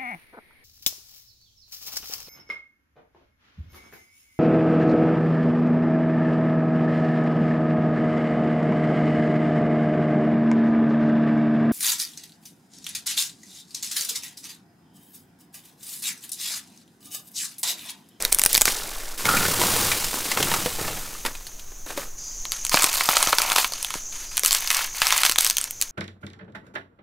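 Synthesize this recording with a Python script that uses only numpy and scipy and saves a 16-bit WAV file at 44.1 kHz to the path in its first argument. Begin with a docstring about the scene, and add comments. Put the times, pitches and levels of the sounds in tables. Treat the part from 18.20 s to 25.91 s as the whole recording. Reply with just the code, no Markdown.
"""In a bamboo patch and a walled yard, shoots are harvested close to a mono microphone.
One is snapped off and brushes through dry leaves (0-1 s). Armfuls tumble onto a pile, hollow stems
knocking and husks rustling (1-4 s). Then gloved hands split the sheaths (the outer wrapping) and
rip them off, fibre by fibre. Insects shrill far away and moving air sways at the microphone."""
import sys
import numpy as np
from scipy import signal
from scipy.fft import rfft, irfft, next_fast_len
from scipy.io import wavfile
from scipy.ndimage import uniform_filter1d, map_coordinates

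SR = 44100
rng = np.random.default_rng(int(sys.argv[2]) if len(sys.argv) > 2 else 0)


def persist_wave(psi):
    """Save psi, clipped to +-1, as 16-bit WAV."""
    counts = np.round(np.clip(psi, -1, 1) * 32767).astype(np.int16)
    wavfile.write(sys.argv[1], SR, np.atleast_2d(counts).T)


N = 340011

# How loud the insect chorus and the moving air are over time: time_s, level_db
CHORUS_LEVELS = [(1, -54), (2.9, -46.5), (3.97, -45.5), (3.99, -35.5), (4.3, -35.5), (5.55, -38.5),
                 (5.8, -37.5), (6.04, -37.5), (6.09, -39), (6.6, -37), (7.35, -42), (7.71, -41)]
AIR_LEVELS = [(0, -35.5), (6.3, -39), (7.71, -46)]
# A lower-pitched insect joins in: start_s, length_s
INSECT_CALLS = [(3.97, 0.21), (6.055, 0.11)]

# The shoot cracks at its foot: start_s, crack_db, flesh_db
SNAPS = [(0.0243, -21, -36), (0.0507, -14.5, -28), (0.1235, -22, -28.5), (0.1266, -8, -36),
         (0.1471, -13.5, -37), (0.1869, -17, -28), (0.1952, -13, -24), (0.2172, -18, -26.5),
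         (0.2372, -11.5, -24.5), (0.251, -19, -32), (0.2613, -6, -17), (0.3302, -15.5, -38),
         (0.3448, -15, -23), (0.3507, -10, -26), (0.3595, -17.5, -25.5), (0.3708, -17, -40),
         (0.3777, -14.5, -21), (0.4115, -14, -24), (0.4175, -7.5, -14), (0.4551, -13, -21),
         (0.4795, -30, -17.5)]
# It brushes through dead leaves: start_s, length_s, crackle_db, crunch_db
BRUSHES = [(0.0, 0.05, -32.5, -36.5), (0.12, 0.24, -39.5, -43.5), (0.29, 0.075, -27, -45),
           (0.455, 0.037, -22.5, -32), (0.55, 0.38, -34, -38.5)]

# Armfuls pour onto the pile, and a few shoots slip: start_s, length_s, rustle_db, tumble_db
POURS = [(1.04, 0.27, -25.5, -27), (1.38, 0.28, -25, -28), (2.16, 0.19, -28.5, -29.5),
         (2.58, 0.016, -34, -31)]
SLIPS = [(0.975, 0.069, -32, -42), (1.935, 0.072, -31.5, -34), (2.04, 0.11, -30.5, -36.5),
         (3.048, 0.014, -37, -34), (3.66, 0.069, -40, -41.5), (3.762, 0.063, -37, -39)]
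# Heavy shoots land: start_s, blow_db, ring_db, pitch_hz
KNOCKS = [(1.054, -30.5, -25, 2120), (1.089, -31, -20, 1300), (1.169, -31, -23.5, 2390),
          (1.252, -31.5, -26, 1510), (1.416, -28.5, -31, 970), (1.716, -31, -22.5, 2320),
          (1.844, -31.5, -42, 3460), (2.116, -29, -31, 2100), (2.173, -28, -45, 805),
          (2.204, -32, -31, 494), (2.228, -27.5, -31, 3040), (2.316, -30, -31, 920),
          (2.339, -28, -38, 1340), (2.46, -30, -28, 520), (2.68, -35, -40, 830), (2.772, -44, -48, 700),
          (2.95, -50, -43, 1200), (3.051, -33, -31, 895), (3.062, -31.5, -37, 1910),
          (3.152, -46, -50, 2470), (3.268, -44.5, -44, 4360), (3.395, -49.5, -50, 3900),
          (3.519, -54.5, -59, 395), (3.705, -41, -40, 700), (3.776, -34.5, -32, 564)]
# Hollow stems scrape down the pile and sing: start_s, length_s, level_db, pitch_hz
SCRAPES = [(1.082, .08, -23.5, 1320), (1.13, .13, -26, 1370)]

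# A sheath splits: start_s, crack_db, flesh_db
SPLITS = [(4.2532, -29, -32.5), (4.32, -20.5, -33), (4.4507, -20, -36), (4.4664, -25, -46),
          (4.4953, -21, -37), (4.5435, -15.5, -15), (4.5504, -22, -24), (4.5727, -24, -13),
          (4.5961, -23, -27), (4.6221, -15, -22), (4.6334, -17, -33), (4.6423, -9, -16), (4.7299, -22, -47),
          (4.8092, -22, -18), (4.8894, -19, -12), (4.9685, -11, -13), (5.0275, -12.5, -18.5),
          (5.0725, -19, -19), (5.1292, -24, -13.5), (5.1848, -12, -18), (5.2185, -17, -24),
          (5.3005, -21.5, -23), (5.319, -16, -19), (5.3615, -15.5, -14.5), (5.3826, -18, -12.5),
          (5.4455, -26, -18.5), (5.5221, -29, -32), (5.536, -25, -32.5), (5.6282, -23, -38),
          (5.6473, -21.5, -32), (5.7055, -28, -29), (5.7406, -27, -29), (6.1707, -18.5, -54),
          (6.1784, -17.5, -22), (6.1947, -20, -46), (6.2348, -20, -26), (6.2486, -14, -25),
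          (6.2607, -11, -38), (6.2764, -25, -43), (6.309, -18, -23.5), (6.3292, -14, -26),
          (6.3492, -19.5, -37), (6.475, -22.5, -35), (6.5038, -15.5, -17.5), (6.5472, -20.5, -34),
          (6.5693, -23, -24), (6.8186, -16, -11), (6.8693, -15.5, -18), (6.9062, -21, -21),
          (6.9245, -14, -13.5), (6.9785, -16.5, -28), (7.0343, -14, -15), (7.051, -15, -14.5),
          (7.0635, -16.5, -18.5), (7.0962, -16, -26), (7.1143, -21, -31), (7.1214, -20, -27),
          (7.1591, -25, -22.5), (7.1852, -8.5, -19), (7.2085, -15, -31), (7.2473, -14, -37),
          (7.2656, -17, -25), (7.2996, -15, -28), (7.3092, -21.5, -32), (7.3691, -17.5, -33),
          (7.3834, -17.5, -29), (7.4135, -22, -38), (7.4412, -22.5, -47), (7.5089, -25.5, -51),
          (7.6141, -16.5, -38), (7.6236, -16.5, -36)]
# One pull of the hand tears fibres: start_s, length_s, crackle_db, crunch_db
PULLS = [(4.512, 0.18, -24, -28.5), (4.73, 0.14, -25.5, -33.5), (4.885, 0.25, -25, -27),
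         (5.18, 0.15, -29, -28), (5.355, 0.054, -22, -28), (6.232, 0.055, -27, -36),
         (6.308, 0.051, -24, -32), (6.4, 0.14, -34, -36.5), (6.503, 0.12, -27, -28),
         (6.735, 0.082, -34.5, -38.5), (6.818, 0.079, -26.5, -27.5), (6.91, .1, -25, -27.5),
         (7.045, 0.02, -24, -29.5), (7.185, 0.1, -26.5, -35)]
# The gloves slide without tearing anything: start_s, length_s, level_db
RUBS = [(4.322, 0.018, -33), (4.36, 0.15, -45), (5.52, 0.22, -38.5), (5.742, 0.023, -35), (5.915, .13, -40),
        (6.11, 0.088, -40.5), (7.37, 0.089, -37.5), (7.612, 0.013, -36.5)]
# The soft core gives way: start_s, level_db, pitch_hz
THUDS = [(4.542, -19.5, 423), (4.641, -28, 292), (4.89, -29, 340), (5.073, -30.5, 336), (5.132, -25.5, 423),
         (5.755, -35, 290), (6.236, -32.5, 480), (7.096, -36.5, 270)]

# Each tone below says how strong the low and high parts of a sound are: frequency_hz, relative_db
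# Far insects, outdoor hush and rumbling air
CHORUS_TONE = [(4000, -32), (5400, -16), (5950, -4), (6350, -1.5), (7150, -8), (7900, -26), (10000, -58)]
HUSH_TONE = [(40, 3.5), (300, -4.5), (1400, -9), (3000, -16.5), (15500, -12.5)]
AIR_TONE = [(10, -6), (27, -11.5), (38, -28), (70, -33), (200, -60)]
# Crisp dead leaves and the duller crunch beneath them
LEAF_TONE = [(1200, -15), (3000, -6.5), (6000, -2), (9000, -3.5), (15500, -6.5)]
SOIL_TONE = [(55, -3.5), (300, -3), (1800, 1), (2500, -2), (5000, -12.5)]
# Rubbing husks, the whole pile tumbling, a few shoots slipping and single clacks
HUSK_TONE = [(1200, -1.5), (3500, 3), (8000, 5), (15500, 2.5)]
TUMBLE_TONE = [(40, -20), (70, -1.5), (150, -2.5), (300, -4), (550, -4), (1350, -2.5), (2200, -5.5),
               (4500, -25)]
SLIP_TONE = [(90, -10), (280, -1.5), (800, -3), (1600, 2), (4500, -19)]
CLACK_TONE = [(300, -10.5), (1000, 2), (3500, -6.5), (7000, -8), (15000, -23)]
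# Sliding gloves, tearing sheaths and the bodies of the two peeled shoots
GLOVE_TONE = [(200, -22), (900, -3.5), (2500, -0.5), (5000, 1), (11000, 0), (15500, -10.5)]
SHEATH_TONE = [(150, -26), (500, -9), (1200, -9), (2600, -5), (4200, 3), (7500, 2), (15500, -0.5)]
FIRST_STEM_TONE = [(100, -22.5), (500, -10), (950, -0.5), (1250, 0), (1650, -6), (2350, 0), (4200, -5.5),
                   (8000, -41.5)]
SECOND_STEM_TONE = [(100, -61), (400, -19.5), (750, -5), (1150, -1), (1600, -1), (2200, 3.5), (3500, 1.5),
                    (7000, -15.5)]


def amp(db):
    """Turn decibels into a gain, the number to multiply a sound by."""
    return 10 ** (np.asarray(db) / 20)


def unit(x):
    """Scale a sound to an average (rms) level of 1."""
    return x / np.sqrt(np.mean(x ** 2) + 1e-20)


def add(track, start_s, sound):
    """Mix a sound into the track at the given time."""
    room_left = track[max(round(start_s * SR), 0):][:len(sound)]
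    room_left += sound[:len(room_left)]


def sized(sound, db, span_s):
    """Give a short sound the energy of that level held for span_s."""
    return amp(db) * sound / np.sqrt(np.sum(sound ** 2) / (span_s * SR))


def levels(rows):
    """A gain that glides from row to row, silent outside them."""
    time_s, level_db = np.transpose(rows)
    return amp(np.interp(np.arange(N) / SR, time_s, level_db, left=-120, right=-120))


def gestures(rows, attack_s, sag_db_per_s, fall_db_per_s):
    """A gain curve for each dB column: a movement sets in, sags while it lasts, then dies away."""
    t = np.arange(0, N, 32) / SR
    starts, lengths, *columns = np.transpose(rows)[:, :, None]
    age = t - starts
    drop_db = sag_db_per_s * np.clip(age, 0, lengths) + fall_db_per_s * np.maximum(age - lengths, 0)
    shape = np.clip(age / attack_s, 0, 1) * amp(-drop_db)
    return [np.interp(np.arange(N) / SR, t, np.linalg.norm(amp(db) * shape, axis=0)) for db in columns]


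def wobble(rate):
    """A smooth random curve with rate new values a second."""
    values = rng.standard_normal(int(N * rate / SR) + 4)
    return map_coordinates(values, [np.arange(N) * rate / SR], order=2)


def colour(x, tone):
    """Filter a sound with a tone table; white noise keeps its power."""
    size = 8192
    hz, db = np.transpose(tone)
    gain = unit(amp(np.interp(np.log(np.fft.rfftfreq(size, 1 / SR) + 1), np.log(hz), db)))
    # Minimum phase: the filter rings after a click, never before it.
    cepstrum = irfft(np.log(gain))
    cepstrum[1:size // 2] *= 2
    cepstrum[size // 2 + 1:] = 0
    return signal.fftconvolve(x, irfft(np.exp(rfft(cepstrum))))[:N]


def noise(tone):
    """Steady noise with the given tone, at level 1."""
    return unit(colour(rng.standard_normal(N), tone))


def resonate(x, hz, q):
    """Make a sound ring at one pitch; a higher q rings longer."""
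    return signal.lfilter(*signal.iirpeak(min(hz, SR / 3), max(q, 1 / 2), SR), x)


def burst(t60, scatter):
    """A break or hit: one click, then a shower of smaller ones that fades 60 dB in t60 seconds."""
    t = np.arange(SR // 10) / SR
    shower = rng.laplace(size=len(t)) * amp(-60 * t / t60)
    return (t == 0) + scatter * shower / np.linalg.norm(shower)


def ticks(rate, spread_db):
    """Scattered clicks of uneven size, rate a second."""
    when, size = rng.random((int(rate * N / SR), 2)).T
    heights = amp(spread_db * (size - 1)) * rng.choice([-1, 1], len(size))
    return np.bincount((when * N).astype(int), heights, N)[:N]


def grains(tone, rate, spread_db, band_hz, cycles, hiss, clump_db):
    """Tiny contacts, rate a second, each ringing briefly; the overall level is held near 1."""
    low_hz, high_hz = band_hz
    when, pitch, size = rng.random((int(rate * N / SR), 3)).T
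    hz = low_hz * (high_hz / low_hz) ** pitch
    turns = hz[:, None] * np.arange(min(int(cycles * SR / low_hz), SR // 40)) / SR
    # Most grains are faint and a few are strong; high ones are shorter, so they peak higher.
    strength = amp(spread_db * np.minimum(-np.log(1 - size), 4)) * hz ** 0.62
    rings = strength[:, None] * amp(-60 * turns / cycles) * np.sin(2 * np.pi * turns)
    index = (when * N).astype(int)[:, None] + np.arange(turns.shape[1])
    contacts = unit(np.bincount(index.ravel(), rings.ravel(), N)[:N])
    # A rubbing hiss joins the grains, and both come in clumps.
    rubbing = hiss * rng.standard_normal(N)
    texture = colour((contacts + rubbing) * amp(clump_db * wobble(140)), tone)
    return texture / np.sqrt(np.abs(uniform_filter1d(texture ** 2, SR // 30)) + 1e-12)


def echoes(x, t60, echo_db):
    """Add a short blur of echoes from the ground and walls."""
    t = np.arange(SR // 3) / SR
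    tail = rng.standard_normal(len(t)) * amp(-60 * t / t60) * (1 - np.exp(-t / 0.0013))
    return x + amp(echo_db) * signal.fftconvolve(x, tail / np.linalg.norm(tail))[:N]


def insects():
    """A far chorus flutters and swells, and a lower-pitched insect calls twice."""
    chorus = levels(CHORUS_LEVELS) * noise(CHORUS_TONE) * amp(0.75 * wobble(90) + 0.84 * wobble(9))
    for start_s, length_s in INSECT_CALLS:
        hiss = rng.standard_normal(int(length_s * SR))
        call = unit(resonate(resonate(hiss, hz=4900, q=12), hz=4900, q=12))
        add(chorus, start_s, amp(-47) * call * signal.windows.tukey(len(call)))
    return chorus


def outdoor_air():
    """A steady hush, and the low rumble of air moving at the microphone."""
    return amp(-49) * noise(HUSH_TONE) + levels(AIR_LEVELS) * noise(AIR_TONE)


def fractures(rows, base_hz, q, crack_t60, flesh_t60, scatter, span_s, splinter, stem_hz):
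    """Each break is a bright crack of dry fibres and a jolt to the juicy stem beneath."""
    octaves_per_db, rise_s, lead_s = 0.022, 0.00043, 0.012
    cracks, jolts = np.zeros(N), np.zeros(N)
    for start_s, crack_db, flesh_db in rows:
        # A dry crack that spares the flesh is brighter.
        hz = base_hz * 2 ** (octaves_per_db * (crack_db - flesh_db))
        force = burst(crack_t60, scatter)
        # The split takes a moment to run across the fibres.
        force *= 1 - np.exp(-np.arange(len(force)) / SR / rise_s) / 2
        # The freed splinter rings at a pitch of its own.
        twang = resonate(force, hz * np.exp(rng.normal(-0.1, 0.25)), q=3.5)
        crack = resonate(resonate(force, hz, q) + splinter * twang, hz, q=0.5)
        add(cracks, start_s, sized(crack, crack_db, span_s))
        # Three fibres give way just before the break.
        for early in rng.random(size=3):
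            fibre = resonate(burst(crack_t60, scatter), hz, q)
            add(cracks, start_s - lead_s * early, sized(fibre, crack_db - 17.5, span_s) * (1 - early))
        # Each jolt hits another spot, so its hollow ring has its own pitch.
        jolt = sized(burst(flesh_t60, scatter), flesh_db, span_s)
        hollow = resonate(jolt, stem_hz * 2 ** (0.42 * rng.normal()), q=3)
        add(jolts, start_s, amp(-2) * (jolt + hollow))
    return cracks, jolts


def picking():
    """The stem cracks fibre by fibre, comes free and brushes through dead leaves."""
    crackle, crunch = gestures(BRUSHES, attack_s=0.0032, sag_db_per_s=12.5, fall_db_per_s=121)
    cracks, jolts = fractures(SNAPS, base_hz=7104, q=0.79, crack_t60=0.0054, flesh_t60=0.018,
                              scatter=1.15, span_s=0.0058, splinter=2.1, stem_hz=2100)
    leaves = crackle * grains(LEAF_TONE, rate=1400, spread_db=1, band_hz=(2540, 15100),
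                              cycles=6.6, hiss=1, clump_db=2)
    soil = crunch * grains(SOIL_TONE, rate=770, spread_db=0.5, band_hz=(307, 2490),
                           cycles=9.2, hiss=1, clump_db=2.5)
    return echoes(cracks + colour(jolts, SOIL_TONE) + leaves + soil, t60=0.094, echo_db=-14.5)


def knocks_and_scrapes():
    """Dry husks slap the pile, and hollow stems ring as they land or scrape down it."""
    track = np.zeros(N)
    for start_s, blow_db, ring_db, hz in KNOCKS:
        slap = colour(burst(t60=0.045, scatter=4.8), HUSK_TONE)
        blow = resonate(burst(t60=0.045, scatter=2.4), hz, q=0.5)
        add(track, start_s, sized(slap, blow_db, span_s=0.012))
        add(track, start_s, sized(blow, blow_db, span_s=0.054))
        add(track, start_s, sized(resonate(blow, hz, q=14), ring_db, span_s=0.008))
    for start_s, length_s, db, hz in SCRAPES:
        scrape = unit(resonate(rng.laplace(size=int(length_s * SR)), hz, q=11))
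        add(track, start_s, amp(db) * scrape * np.sqrt(np.linspace(1, 0, len(scrape))))
    return track


def piling():
    """Tumbling stems hit at once and soon lie still; their husks slide later and for longer."""
    pour, _ = gestures(POURS, attack_s=0.027, sag_db_per_s=-1.5, fall_db_per_s=26.5)
    _, tumble = gestures(POURS, attack_s=0.009, sag_db_per_s=7.5, fall_db_per_s=52)
    slide, roll = gestures(SLIPS, attack_s=0.0039, sag_db_per_s=16, fall_db_per_s=225)
    rustle = np.hypot(pour, slide)
    knocks = knocks_and_scrapes()
    husks = rustle * grains(HUSK_TONE, rate=2500, spread_db=3, band_hz=(2200, 15200),
                            cycles=2.7, hiss=1.18, clump_db=1.6)
    stems = tumble * grains(TUMBLE_TONE, rate=1200, spread_db=2, band_hz=(115, 2620),
                            cycles=11.2, hiss=1, clump_db=2)
    # A few slipping shoots are too light to shake the whole pile.
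    stems += roll * grains(SLIP_TONE, rate=600, spread_db=2.5, band_hz=(201, 2820),
                           cycles=7.2, hiss=1, clump_db=4)
    # Single shoots clack against their neighbours as the pile moves.
    bumps = signal.fftconvolve(ticks(rate=20, spread_db=24), burst(t60=0.014, scatter=2.2))[:N]
    clacks = rustle * colour(bumps, CLACK_TONE)
    return echoes(knocks + amp(1.5) * husks + stems + amp(19.5) * clacks, t60=0.12, echo_db=-12)


def glove_rubs():
    """Gloves slide along the sheath with a grainy hiss."""
    rub, = gestures(RUBS, attack_s=0.0057, sag_db_per_s=0, fall_db_per_s=230)
    return rub * grains(GLOVE_TONE, rate=1500, spread_db=2, band_hz=(1200, 15000),
                        cycles=4.3, hiss=1.1, clump_db=3.5)


def tearing_fibres():
    """Fine fibres break in a dense run, with a thicker bundle letting go now and then."""
    fine = grains(SHEATH_TONE, rate=2200, spread_db=2.5, band_hz=(1800, 15200),
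                  cycles=8.1, hiss=0.57, clump_db=3.5)
    bundles = signal.fftconvolve(ticks(rate=67, spread_db=16), burst(t60=0.0033, scatter=1.4))[:N]
    return fine + amp(23) * colour(bundles, SHEATH_TONE)


def core_thuds():
    """The soft core gives way with dull thuds."""
    track = np.zeros(N)
    for start_s, db, hz in THUDS:
        thud = resonate(burst(t60=0.011, scatter=0.76), hz, q=0.64)
        add(track, start_s, sized(resonate(thud, hz, q=0.46), db, span_s=0.01))
    return track


def peeling(grip_from_s=3.98, second_shoot_s=6.05):
    """Two shoots in turn are wrung out of their sheaths; splits and tears make each stem ring."""
    t = np.arange(N) / SR
    # Between pulls the gripped sheath keeps up a faint crackle and a fainter crunch.
    grip = np.outer(amp([-52.5, -64]), t > grip_from_s)
    pulls = gestures(PULLS, attack_s=0.0079, sag_db_per_s=11, fall_db_per_s=206)
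    crackle, crunch = np.hypot(grip, pulls)
    cracks, jolts = fractures(SPLITS, base_hz=5430, q=0.55, crack_t60=0.0035, flesh_t60=0.019,
                              scatter=1.3, span_s=0.0055, splinter=1.1, stem_hz=1260)
    sound = cracks + glove_rubs() + crackle * tearing_fibres()
    first = t < second_shoot_s
    for held, stem_tone in (first, FIRST_STEM_TONE), (~first, SECOND_STEM_TONE):
        flesh = crunch * grains(stem_tone, rate=1100, spread_db=2, band_hz=(630, 3630),
                                cycles=5.2, hiss=0.65, clump_db=5.5)
        sound += held * (colour(jolts, stem_tone) + flesh)
    return echoes(sound + core_thuds(), t60=0.1, echo_db=-11)


def scene():
    """All sources reach both channels alike."""
    mono = picking() + piling() + peeling() + insects() + outdoor_air()
    return np.array([mono, mono])


def record(dry):
    """Round off the loudest cracks and cut the very highest treble."""
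    ceiling, top_hz = 0.85, 15750
    limited = dry / (1 + np.abs(dry / ceiling) ** 6) ** (1 / 6)
    size = next_fast_len(N + SR // 10)
    passband = 1 / (1 + (np.fft.rfftfreq(size, 1 / SR) / top_hz) ** 200)
    return irfft(rfft(limited, size) * passband, size)[:, :N]


dry = scene()
out = record(dry)
persist_wave(out)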